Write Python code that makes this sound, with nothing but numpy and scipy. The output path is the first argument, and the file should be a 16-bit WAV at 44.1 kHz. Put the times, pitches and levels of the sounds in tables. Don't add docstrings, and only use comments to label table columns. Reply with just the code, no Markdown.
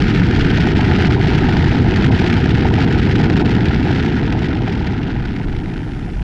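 import sys
import numpy as np
from scipy import signal
from scipy.fft import rfft, irfft, next_fast_len
from scipy.io import wavfile
from scipy.ndimage import uniform_filter1d, minimum_filter1d

SR = 44100
rng = np.random.default_rng(int(sys.argv[2]) if len(sys.argv) > 2 else 0)


def persist_wave(psi):
    counts = np.round(np.clip(psi, -1, 1) * 32767).astype(np.int16)
    wavfile.write(sys.argv[1], SR, np.atleast_2d(counts).T)


N = 274743

# (frequency [Hz], relative spectral level [dB])
RUMBLE_SPECTRUM = [(25, -15), (70, -6), (105, 8), (200, -10.5), (330, -17), (450, -10.5), (570, -19.5),
                   (780, -20), (1120, -32.5), (1500, -16.5), (3000, -56.5), (6000, -48), (9000, -59)]
HISS_SPECTRUM = [(2000, -10.5), (5300, 10.5), (8600, -1), (10200, 1), (11000, -2.5), (12200, -20.5),
                 (13300, -12), (14200, -27.5)]
THROB_SPECTRUM = [(10, -15), (20, -1), (33, 1.5), (48, -1.5), (70, -17.5), (140, -52.5)]
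FLUTTER_SPECTRUM = [(500, -31), (585, -12), (625, -0.5), (680, -4), (730, 1), (850, 0), (960, -2.5),
                    (1040, -10), (1130, -14), (1400, -50.5)]
RASP_SPECTRUM = [(600, -32), (1120, -20), (1220, -3.5), (1450, 0.8), (1800, -0.5), (2300, -4), (3100, -7.5),
                 (5200, -18.5), (6200, -27.5), (7600, -35), (8900, -48.5), (11300, -45), (12300, -53.5),
                 (13200, -53), (14200, -69.5)]
BUFFET_SPECTRUM = [(25, -40), (45, -5), (70, -1.36), (125, 0), (170, -1.7), (230, -4), (300, -5),
                   (390, -9.5), (440, -15.5), (490, -18), (550, -29.5), (700, -60)]
# (time [s], rumble level [dB], hiss level [dB])
TYRE_LEVELS = [(0, -30.5, -70), (4.8, -29.5, -78.5), (5.4, -38.5, -61), (6.23, -36, -57.5)]
# (time [s], level [dB])
THROB_LEVELS = [(0, -27), (2, -30.5), (3.6, -32), (4.75, -36.5), (5.8, -28), (6.23, -27.5)]
# (time [s], change in throb level [dB])
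PRESSURE_SWELLS = [(.46, 7.5), (1.46, 7), (1.92, 4.5), (2.45, -4.5), (3.16, 1), (5.22, 11), (5.52, 10.5),
                   (6.13, 7.5)]
# (time [s], level [dB])
FLUTTER_LEVELS = [(0, -35), (1.0, -29), (2.3, -30), (2.6, -32), (2.8, -27), (3.03, -34), (3.3, -30),
                  (3.8, -32.5), (4.8, -34), (5.25, -38), (6.23, -43)]
# (time [s], peak level [dB])
STRONG_PUFFS = [(0.39, -17), (0.673, -14.5), (0.794, -12), (0.893, -18), (0.922, -15), (1.423, -20),
                (1.488, -12), (1.569, -16), (2.218, -16.5), (2.578, -17), (2.655, -11), (3.202, -14),
                (3.423, -14), (3.872, -16), (3.908, -17), (4.352, -16), (4.68, -17.5)]
# (time [s], strength [dB re full flow])
WINDOW_FLOW = [(0, -1.5), (1.0, 0.3), (1.8, -0.5), (3.5, -0.16), (4.1, -3), (4.7, -5.5), (5.4, -9.5),
               (5.8, -12), (6.23, -15.5)]
# (time [s], duration [s], change in rasp level [dB])
PORT_GUSTS = [(.13, .12, 1), (.387, 0.024, 1.5), (.56, 0.17, 1.5), (.927, 0.039, 1.5), (1.04, 0.093, 2.5),
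              (1.96, 0.017, 0.5), (2.045, 0.022, 4.5), (2.2, 0.02, 2.5), (2.266, 0.028, 3),
              (2.325, 0.032, 2.5), (2.435, 0.014, -0.5), (2.816, 0.019, 5), (2.922, 0.02, 1.5),
              (3.371, 0.011, 3.5), (3.403, 0.011, 3), (3.733, 0.035, 3), (3.97, 0.18, 3), (4.18, .025, 3.5),
              (4.447, 0.023, 4.5), (4.523, 0.022, 3.5), (4.68, 0.017, 6.5), (4.724, 0.0095, 4),
              (4.874, 0.014, 3), (5.102, 0.01, 8.5), (5.261, 0.016, 5.5), (5.447, 0.012, 5.5),
              (5.761, 0.037, 3)]
# (time [s], duration [s], drop in rasp level [dB])
PORT_LULLS = [(.27, 0.05, 3), (.738, 0.018, 8), (1.09, 0.015, 12), (1.18, 0.031, 10.5), (1.83, 0.066, 5),
              (2.098, 0.024, 9), (2.706, 0.022, 5.5), (2.86, 0.018, 5.5), (3.351, 0.011, 9),
              (3.437, 0.022, 12), (3.584, 0.021, 1), (3.628, .022, 3.5), (3.8, 0.08, 2),
              (4.36, 0.0054, 11.5), (4.61, 0.11, 2), (5.461, 0.013, 14.5), (5.624, 0.02, 3.5)]
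# (time [s], peak level [dB re the surrounding rasp])
SHARP_SPITS = [(0.411, 6), (1.071, 2.5), (1.962, 8.5), (2.046, -4), (2.301, 5), (2.341, 5), (2.807, 1),
               (3.112, 3), (3.158, 3.5), (3.243, 5), (3.368, 2), (3.657, 9.5), (4.0, 1), (4.326, 11),
               (4.725, 2), (4.873, 4), (5.258, 0), (5.364, 9), (5.567, 3)]
# (time [s], frequency [Hz], peak level [dB])
EDDY_BOOMS = [(0.22, 177, -12.5), (0.918, 84, -13), (1.621, 90.5, -10), (1.688, 67, -12.5),
              (1.822, 121, -11), (2.06, 138, -10.5), (2.142, 106, -15), (2.3, 96.5, -9), (2.56, 117, -13),
              (3.23, 127, -15)]


def from_db(db):
    return 10 ** (np.asarray(db) / 20)


def unit_rms(x):
    return x / np.sqrt(np.mean(x ** 2) + 1e-20)


def curves(rows):
    times, *columns = np.transpose(rows)
    return [np.interp(np.arange(N) / SR, times, column) for column in columns]


def humps(rows):
    t = np.arange(N) / SR
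    return sum(db * .5 ** np.minimum((2 * (t - s) / width_s) ** 2, 20) for s, width_s, db in rows)


def tone_pulses(rows, width_s):
    t, out = np.arange(N) / SR, np.zeros(N)
    for (s, hz, peak_db), phase in zip(rows, rng.random(len(rows))):
        near = np.abs(t - s) < 4 * width_s
        age = t[near] - s
        envelope = from_db(peak_db) * np.exp(-(age / width_s) ** 2)
        out[near] += envelope * np.sin(2 * np.pi * (hz * age + phase))
    return out


def coloured(x, spectrum):
    hz, level_db = np.transpose(spectrum)
    size = next_fast_len(N + 4096)
    f = np.maximum(np.fft.rfftfreq(size, 1 / SR), 1)
    gain = from_db(np.interp(np.log(f), np.log(hz), level_db))
    roll_off = np.minimum(1, hz[-1] / f) ** 4
    return unit_rms(irfft(rfft(x, size) * gain * roll_off, size)[:N])


def brightened(x, corner_hz, treble_db):
    low = signal.sosfilt(signal.butter(1, corner_hz, fs=SR, output="sos"), x)
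    return low + (x - low) * from_db(treble_db)


def evened(x, span_s):
    window = signal.windows.hann(int(2 * span_s * SR) + 3)
    return x / np.sqrt(signal.fftconvolve(x ** 2, window / window.sum(), "same") + 1e-9)


def eddies(rate_hz, depth_db, limit):
    pole = np.exp(-2 * np.pi * rate_hz / SR)
    drift = signal.lfilter([1], [1, -2 * pole, pole * pole], rng.standard_normal(N + SR))
    swing = unit_rms(drift[SR:])
    return depth_db * np.minimum(swing, limit * np.tanh(swing / limit))


def stalls(per_s, depth_db, recover_s):
    breaks = (rng.random(N) < per_s / SR) * rng.uniform(0.25, 1, N)
    return -depth_db * signal.lfilter([1], [1, -np.exp(-1 / (recover_s * SR))], breaks)


def turbulence(swing_db):
    return rng.standard_normal(N) * from_db(swing_db)


def tyres():
    rumble_db, hiss_db = curves(TYRE_LEVELS)
    rumble = coloured(rng.standard_normal(N), RUMBLE_SPECTRUM)
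    hiss = coloured(rng.standard_normal(N), HISS_SPECTRUM)
    return from_db(rumble_db) * rumble + from_db(hiss_db) * hiss


def cabin_throb():
    swell_s = 0.17
    level_db = curves(THROB_LEVELS)[0] + humps([(s, swell_s, db) for s, db in PRESSURE_SWELLS])
    pressure = coloured(rng.standard_normal(N), THROB_SPECTRUM)
    return from_db(level_db) * evened(pressure, span_s=0.14)


def hollow_flutter():
    level_db, = curves(FLUTTER_LEVELS)
    puffs = turbulence(eddies(rate_hz=110, depth_db=6.5, limit=1.2))
    flutter = evened(coloured(puffs, FLUTTER_SPECTRUM), span_s=0.12)
    resonance_hz = 785
    strong_puffs = tone_pulses([(s, resonance_hz, db) for s, db in STRONG_PUFFS], width_s=0.002)
    return from_db(level_db) * flutter + strong_puffs


def rasp(level_db):
    strength_db = level_db - np.median(level_db)
    bursts_db = eddies(rate_hz=60, depth_db=2.9, limit=1.4)
    bursts_db += stalls(per_s=40, depth_db=7, recover_s=.007)
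    sputter_db = np.clip(3.1 - .2 * strength_db, 2.9, 5.0)
    spits_db = eddies(rate_hz=300, depth_db=sputter_db, limit=1.9)
    treble_db = 0.34 * strength_db + eddies(rate_hz=90, depth_db=4.2, limit=1.6)
    air = brightened(turbulence(bursts_db + spits_db), corner_hz=3350, treble_db=treble_db)
    return from_db(level_db) * evened(coloured(air, RASP_SPECTRUM), span_s=0.034)


def sharp_spits(rasp_db, width_s=0.0023):
    t = np.arange(N) / SR
    envelope = sum(from_db(db) * np.exp(-np.minimum(((t - s) / width_s) ** 2, 20))
                   for s, db in SHARP_SPITS)
    air = brightened(rng.standard_normal(N), corner_hz=3400, treble_db=7)
    return from_db(rasp_db) * envelope * coloured(air, RASP_SPECTRUM)


def booms():
    return tone_pulses(EDDY_BOOMS, width_s=0.037)


def buffeting(level_db):
    treble_db = 0.45 * (level_db - np.median(level_db))
    air = brightened(rng.standard_normal(N), corner_hz=200, treble_db=treble_db)
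    return from_db(level_db) * evened(coloured(air, BUFFET_SPECTRUM), span_s=0.09)


def scene():
    t = np.arange(N) / SR
    wind_db = 0.85 * curves(WINDOW_FLOW)[0]
    buffet_db = -12.5 + wind_db
    thinning_db = 0.72 * t
    rasp_db = -25 + wind_db - thinning_db + humps(PORT_GUSTS) - humps(PORT_LULLS)
    wind = buffeting(buffet_db) + booms() + hollow_flutter() + rasp(rasp_db) + sharp_spits(rasp_db)
    return (wind + cabin_throb() + tyres())[None]


def record(dry):
    ceiling, fade_s, cutoff_hz = 0.87, 0.0033, 15000
    needed_gain = np.minimum(1, ceiling / (np.abs(dry) + 1e-9))
    gain = uniform_filter1d(minimum_filter1d(needed_gain, size=400), size=400)
    from_end_s = np.minimum(np.arange(N), np.arange(N)[::-1]) / SR
    fade = np.sin(np.pi / 2 * np.minimum(1, from_end_s / fade_s)) ** 2
    low_pass = signal.cheby2(12, 60, cutoff_hz, fs=SR, output="sos")
    return signal.sosfilt(low_pass, dry * gain * fade)


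dry = scene()
out = record(dry)
persist_wave(out)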